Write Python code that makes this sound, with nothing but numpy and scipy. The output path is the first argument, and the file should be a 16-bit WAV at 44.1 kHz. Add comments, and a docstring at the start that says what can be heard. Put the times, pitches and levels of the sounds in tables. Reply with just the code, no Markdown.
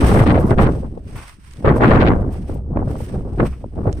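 """Wind gusts buffet a hand-held microphone on an open summit. Eddies (swirls of air) at its two
openings, the ports, rumble in the lulls and turn bright and ragged as the wind rises; single
eddies strike as small bumps. Between the gusts comes a faint swishing hiss, probably a jacket
as its wearer turns, with a few light ticks."""
import sys
import numpy as np
from scipy import signal
from scipy.fft import rfft, irfft
from scipy.io import wavfile
from scipy.ndimage import uniform_filter1d, minimum_filter1d

SR = 44100
rng = np.random.default_rng(int(sys.argv[2]) if len(sys.argv) > 2 else 0)


def int16_out(signal):
    """Quantize to a 16-bit WAV file."""
    q = np.round(np.clip(np.atleast_2d(signal).T, -1, 1) * 32767)
    wavfile.write(sys.argv[1], SR, q.astype(np.int16))


N = 176400  # 4 seconds
FULL_GUST_DB, WINDWARD_DB = -16, 2.5  # wind level of a full gust; extra treble at the left port

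# how hard the wind blows: t/s, level/dB
WIND_STRENGTH = [(0, -25.5), (0.03, -16), (0.07, -22), (0.11, -12.5), (0.14, -20.5), (0.17, -13.5),
                 (0.22, -14), (0.255, -21.5), (0.275, -16.5), (0.335, -18), (0.355, -13), (0.41, -22),
                 (0.445, -23), (0.495, -23.5), (0.52, -16), (0.57, -30.5), (0.587, -13), (0.66, -16.5),
                 (0.72, -26.5), (0.8, -39), (0.85, -34.5), (0.9, -45.5), (0.98, -44), (1.02, -54),
                 (1.14, -43), (1.3, -77), (1.55, -65), (1.63, -35.5), (1.652, -15), (1.7, -16),
                 (1.745, -16), (1.795, -22), (1.82, -12.5), (1.93, -9.5), (1.99, -15.5), (2.08, -13.5),
                 (2.13, -19.5), (2.165, -25), (2.25, -29), (2.35, -37.5), (2.475, -45.5), (2.497, -30),
                 (2.54, -38.5), (2.66, -46.5), (2.75, -34), (2.77, -21.5), (2.81, -26.5), (2.85, -37),
                 (2.9, -28.5), (2.97, -40.5), (3.11, -40.5), (3.15, -32), (3.23, -37), (3.37, -38.5),
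                 (3.405, -14.5), (3.45, -24.5), (3.5, -47), (3.6, -56), (3.645, -41.5), (3.7, -61),
                 (3.74, -45), (3.775, -28), (3.83, -36.5), (3.878, -21.5), (3.915, -31.5), (3.95, -45),
                 (4.0, -33.5)]
# tone of a full gust: f/Hz, relative level/dB
GUST_TONE = [(15, -35), (25, -18.5), (98, 2.5), (377, -6.5), (839, -15), (954, -18), (1140, -16),
             (1970, -28.5), (3660, -52), (5530, -71), (7350, -64), (8360, -67), (12000, -71), (15600, -101),
             (22000, -120)]
# how fast each band grows with the wind: f/Hz, growth/(dB per dB)
BAND_GROWTH = [(120, 0.6641), (300, 0.78), (700, 1.0), (1400, 1.45), (2800, 2.07), (8000, 1.5)]
# how alike the wind is at the two ports: f/Hz, correlation (1 = the same)
PORT_LIKENESS = [(100, 0.89), (280, 0.95), (500, 0.82), (800, 0.57), (1300, -0.22), (3000, 0.17)]
def buffeting():
    """Swirling air hits the ports; the treble grows fastest with the wind and comes in short bursts."""
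    eddy_rate, flutter_rate = 320, 40  # changes per second
    eddy_db, flutter_db, band_flutter_db = 3.5, 2.0, 2.4
    f, force_db = frequencies(), curve(WIND_STRENGTH) - FULL_GUST_DB
    flow = rfft(noise(colour(GUST_TONE), at_hz(PORT_LIKENESS, f)))
    flutter = flutter_db * wander(flutter_rate)
    shared_eddies = wander(eddy_rate)
    port_eddies = np.array([wander(eddy_rate), wander(eddy_rate)])
    out = 0
    for hz in 125 * 2. ** np.arange(-.5, 6.1, .5):  # bands half an octave apart
        octaves_away = abs(np.log2(np.maximum(f, 1) / hz))
        band = irfft(flow * np.maximum(1 - 2 * octaves_away, 0), N)
        growth = at_hz(BAND_GROWTH, hz)
        treble = hz ** 2 / (hz ** 2 + 1350 ** 2)  # 0 for low bands, 1 for high ones
        eddies = np.sqrt(1 - treble / 2) * shared_eddies + np.sqrt(treble / 2) * port_eddies
        bursts = flicker(growth * (flutter + eddy_db * eddies) + band_flutter_db * wander(flutter_rate))
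        out = out + band * gain(growth * force_db + lean_left(treble * WINDWARD_DB)) * bursts
    return out * gain(-10.5)


# how loud the deep rumble is: t/s, relative level/dB
RUMBLE_LEVEL = [(0, -11), (0.1, -14.5), (0.3, -16.5), (0.4, -17.5), (0.5, -22), (0.63, -11), (0.75, -24),
                (0.85, -26), (0.92, -31.5), (1.1, -36.5), (1.16, -32), (1.25, -40), (1.36, -47.5),
                (1.55, -37), (1.62, -39), (1.67, -13), (1.78, -24), (1.95, -14), (2.12, -19.5),
                (2.2, -19.6), (2.42, -26.5), (2.55, -25.5), (2.7, -25.5), (2.78, -21), (2.95, -27),
                (3.1, -33), (3.17, -23), (3.3, -29), (3.4, -20.5), (3.5, -21.5), (3.6, -34.5), (3.7, -31.5),
                (3.8, -27.5), (3.92, -21.5), (4.0, -27)]
# tone of the rumble: f/Hz, relative level/dB
RUMBLE_TONE = [(12, 11), (25, 5.5), (65, 15), (110, -2.5), (170, -27.5), (300, -39), (1000, -100)]
def rumble(steady_s=0.076):
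    """Large, slow eddies press on both ports almost alike."""
    swell = noise(colour(RUMBLE_TONE), likeness=0.95)
    power = uniform_filter1d(np.mean(swell ** 2, axis=0), size=int(steady_s * SR))
    return swell / np.sqrt(power) * gain(curve(RUMBLE_LEVEL) - 0.5)


# when the airflow tears at the port edges: t/s, length/s, relative level/dB
FLOW_TEARS = [(0.004, 0.23, -33), (0.257, 0.061, -27.5), (0.343, .045, -36.5), (0.505, 0.0089, -32.5),
              (0.578, 0.095, -31), (1.65, 0.052, -33.5), (1.812, 0.157, -27), (1.999, 0.034, -24.5),
              (2.055, 0.037, -27), (2.762, 0.014, -52.5), (3.383, .025, -42.5)]
# tone of the rasp: f/Hz, relative level/dB
RASP_TONE = [(400, -29), (1000, 7.5), (2000, 9.5), (4200, -6), (5800, -23), (10000, -47), (14000, -55)]
def tearing_air(spikes_per_s=700, spread_db=8, edge_s=0.0048):
    """Where the flow tears, tiny eddies break at each port as a rasp of sharp pressure spikes."""
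    t, tearing = np.arange(N) / SR, 0
    for start, length, db in FLOW_TEARS:
        inside_s = np.minimum(t - start, start + length - t)
        tearing = tearing + gain(db) * np.clip(inside_s / edge_s + .5, 0, 1)
    size = gain(spread_db * np.clip(rng.standard_normal((2, N)), -2, 2))
    push_or_pull = np.sign(rng.standard_normal((2, N)))
    spikes = size * push_or_pull * (rng.random((2, N)) < spikes_per_s / SR)
    rasp = irfft(rfft(spikes / spikes.std()) * colour(RASP_TONE), N)
    return rasp * tearing * gain(lean_left(WINDWARD_DB) - 0.5)


# single eddies striking: t/s, peak level/dB, f/Hz
LONE_EDDIES = [(0.27, -11, 1150), (0.377, -7, 670), (0.445, -2, 214), (0.514, -6, 694), (0.585, -9, 710),
               (0.771, -17, 377), (0.833, -20.5, 473), (0.924, -28.5, 298), (0.975, -18.5, 444),
               (1.154, -23.5, 113), (1.385, -34.5, 200), (1.646, -5, 468), (2.126, -6.5, 116.5),
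               (2.494, -18, 330), (2.56, -19.5, 416), (2.772, -17, 940), (2.826, -14, 506),
               (2.875, -19.5, 577), (2.955, -18.5, 770), (3.005, -18, 505), (3.141, -19, 446),
               (3.404, -9.5, 1280), (3.443, -14.5, 437), (3.642, -19, 550), (3.856, -13, 550),
               (3.877, -8.5, 500)]
def eddy_bumps(rise_cycles=1.177, width_octaves=0.58, roughness=0.59):
    """Each lone eddy is a ragged swing of air pressure, a few cycles long."""
    size = 4096  # samples per bump
    t, f = np.arange(size) / SR, np.arange(1, size // 2 + 2) * SR / size
    out = np.zeros((2, N + size))
    for start, db, hz in LONE_EDDIES:
        age = t * hz / rise_cycles
        near_pitch = np.exp(-.5 * (np.log2(f / hz) / width_octaves) ** 2)
        ragged = irfft(rfft(rng.standard_normal((2, size))) * near_pitch)
        swing = np.sin(2 * np.pi * (hz * t + rng.random()))
        puff = (swing + roughness * ragged / ragged.std()) * age ** 2 * np.exp(-2 * age)
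        first = max(int((start - rise_cycles / hz / 2) * SR), 0)
        out[:, first:first + size] += puff / abs(puff).max() * gain(db)
    return out[:, :N]


# how loud the cloth swishes: t/s, relative level/dB
SWISH_LEVEL = [(0, -29.5), (0.04, -33.5), (0.07, -27), (0.19, -35), (0.3, -42), (0.37, -47), (0.41, -43),
               (0.44, -49.5), (0.51, -40), (0.56, -56.5), (0.625, -31.5), (0.66, -47.5), (0.75, -46.5),
               (0.9, -60.5), (1.03, -62.5), (1.08, -48.5), (1.145, -48), (1.165, -40), (1.31, -43),
               (1.38, -58.5), (1.47, -47.5), (1.74, -53.5), (1.77, -39.5), (1.8, -50), (1.9, -46.5),
               (2.05, -52), (2.29, -60), (2.33, -45.5), (2.45, -54.5), (2.5, -47), (2.56, -53),
               (2.63, -69.5), (2.82, -62), (2.91, -45), (2.955, -50), (3.0, -43), (3.13, -47), (3.25, -59),
               (3.43, -52), (3.47, -37), (3.5, -50.5), (3.7, -62.5), (3.88, -55), (4.0, -48.5)]
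# how much louder the swish is on the right: f/Hz, level/dB
SWISH_ON_RIGHT = [(1000, 8.5), (6000, -1.5), (7800, -2), (8100, 7), (10000, 12), (12000, 0.5)]
# brisk flicks and firmer, lower scrapes: t/s, length/s, level/dB
CLOTH_FLICKS = [(0.048, 0.18, -43), (0.392, 0.031, -48), (0.46, 0.04, -50), (0.61, 0.019, -43),
                (1.156, 0.026, -47), (1.757, .025, -47), (1.835, 0.093, -60), (2.318, 0.027, -52),
                (2.482, 0.018, -58), (2.535, 0.017, -51), (2.895, .05, -55), (2.975, 0.095, -51),
                (3.457, .025, -56)]
CLOTH_SCRAPES = [(1.155, .18, -38), (3.452, 0.055, -35.5), (3.525, 0.053, -44.5), (3.605, 0.025, -56)]
# tones of the swish, flicks and scrapes: f/Hz, relative level/dB
SWISH_TONE = [(400, -27), (1000, 2), (1900, 1), (2900, -1.5), (4000, -7.5), (5600, -5.5), (7400, -16.5),
              (7900, -5.5), (8250, -2), (9800, -11.5), (11800, -23), (13800, -15.5), (15500, -23.5)]
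FLICK_TONE = [(3000, -14), (6000, -5), (9500, 3), (11800, -3), (13800, 0), (15500, -3)]
SCRAPE_TONE = [(350, -7), (700, -4), (1150, 2), (1600, -8), (2500, -6.5), (4000, -30), (8000, -35)]
def cloth(creases_per_s=33, crease_s=.0012, grain_db=1.5):
    """Moving cloth swishes, sizzles and scrapes; tiny creases give way and briefly lift the swish."""
    sides = gain(lean_left(-at_hz(SWISH_ON_RIGHT, frequencies())))
    swish = noise(colour(SWISH_TONE) * sides, likeness=.12) * gain(curve(SWISH_LEVEL) - 4)
    flicks = noise(colour(FLICK_TONE), likeness=0.16)
    flicks *= strokes(CLOTH_FLICKS, rise_s=.008, release_s=.025, sag_db=2.5)
    scrapes = noise(colour(SCRAPE_TONE), likeness=0.74)
    scrapes *= strokes(CLOTH_SCRAPES, rise_s=.0032, release_s=.016, sag_db=16.5)
    kicks = (rng.random(N) < creases_per_s / SR) * rng.random(N)
    creases = signal.lfilter([1], [1, -np.exp(-1 / (crease_s * SR))], kicks)  # each kick dies away
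    return (swish * (1 + gain(4) * creases) + flicks + scrapes) * flicker(grain_db * wander(rate=110))


# light ticks: t/s, level/dB
LIGHT_TICKS = [(0.977, -53), (1.295, -40), (1.511, -40.5), (1.536, -36), (1.57, -41.5), (3.759, -54),
               (3.928, -29.5)]
# tone of a tick: f/Hz, relative level/dB
TICK_TONE = [(800, -12), (2000, 1.5), (5000, -2), (7200, -5), (9000, -7), (13000, -32)]
def ticks(decay_s=0.0016):
    """Tiny dry clicks close to the microphone, a little to the right."""
    t = np.arange(N) / SR
    hits = sum(gain(db) * (t >= start) * np.exp(-abs(t - start) / decay_s) for start, db in LIGHT_TICKS)
    return noise(colour(TICK_TONE), likeness=0.16) * hits * np.array([[.7], [1]])


# tone of still air: f/Hz, relative level/dB
AIR_TONE = [(60, 37.5), (400, -9.5), (1500, -25), (5000, -27.5), (9000, -36.5), (12000, -52)]
def still_air(level_db=-53.5):
    """A faint, low, steady hush lies behind everything."""
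    return noise(colour(AIR_TONE), likeness=.3) * gain(level_db)


def gain(db):
    """Turn decibels into a number to multiply by."""
    return 10 ** (np.asarray(db) / 20)


def lean_left(db):
    """Left and right levels in dB, with the left higher by db."""
    return db / 2 * np.array([[1], [-1]])


def at_hz(table, hz):
    """Read an (f, value) table, sliding between rows by octaves."""
    rows = np.array(table, float)
    return np.interp(np.log(np.maximum(hz, 1)), np.log(rows[:, 0]), rows[:, 1])


def curve(table):
    """Read a (t, value) table at every sample."""
    return np.interp(np.arange(N) / SR, *np.array(table, float).T)


def frequencies():
    """Every frequency in the sound, in Hz."""
    return np.arange(N // 2 + 1) * SR / N


def colour(table):
    """Gains that give plain noise this tone but keep its power."""
    f = frequencies()
    shape = gain(at_hz(table, f)) * np.minimum(f / 10, 1)
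    return shape / np.sqrt(np.mean(shape ** 2))


def noise(tone, likeness):
    """Left and right noise; likeness 1 makes them the same, 0 unrelated."""
    mid, side = rfft(rng.standard_normal((2, N)))
    mid, side = mid * np.sqrt((1 + likeness) / 2), side * np.sqrt((1 - likeness) / 2)
    return irfft(np.array([mid + side, mid - side]) * tone, N)


def wander(rate):
    """A smooth random wiggle of typical size 1 that changes about rate times a second."""
    f = np.arange(int(2 * rate * N / SR)) * SR / N
    chance = rng.standard_normal((8192, 2))[:len(f)]
    speeds = np.exp(-(2 * f / rate) ** 2) * (f > rate / 10)
    wiggle = irfft((chance[:, 0] + 1j * chance[:, 1]) * speeds, N)
    return wiggle / wiggle.std()


def flicker(db):
    """Turn a wandering level into a gain of average power 1, its extremes softened."""
    wobble = gain(10 * np.tanh(db / 10))
    return wobble / np.sqrt(np.mean(wobble ** 2))


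def strokes(table, rise_s, release_s, sag_db):
    """Loudness of (t, length, level) rows: each rises, sags and lets go."""
    t, out = np.arange(N) / SR, 0
    for start, length, db in table:
        gate = np.clip((t - start) / rise_s, 0, 1) * np.clip((start + length - t) / release_s + .5, 0, 1)
        out = out + gate * gain(db - sag_db * np.clip((t - start) / length, 0, 1))
    return out


def scene():
    """Wind, cloth and ticks over still air; no echoes in the open."""
    air = still_air()
    return buffeting() + rumble() + tearing_air() + eddy_bumps() + cloth() + ticks() + air


def record(dry, top_hz=15500, fade_s=.006):
    """Turn down peaks that pass full scale, fade both ends and cut the highest treble."""
    allowed = 1 / np.maximum(abs(dry).max(axis=0), 1)
    limiter = uniform_filter1d(minimum_filter1d(allowed, size=221), size=221)
    fade = np.minimum(np.arange(N) / SR / fade_s, 1)
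    treble_cut = signal.ellip(10, .2, 80, top_hz, fs=SR, output="sos")
    return signal.sosfilt(treble_cut, dry * limiter * fade * fade[::-1])


dry = scene()
out = record(dry)
int16_out(out)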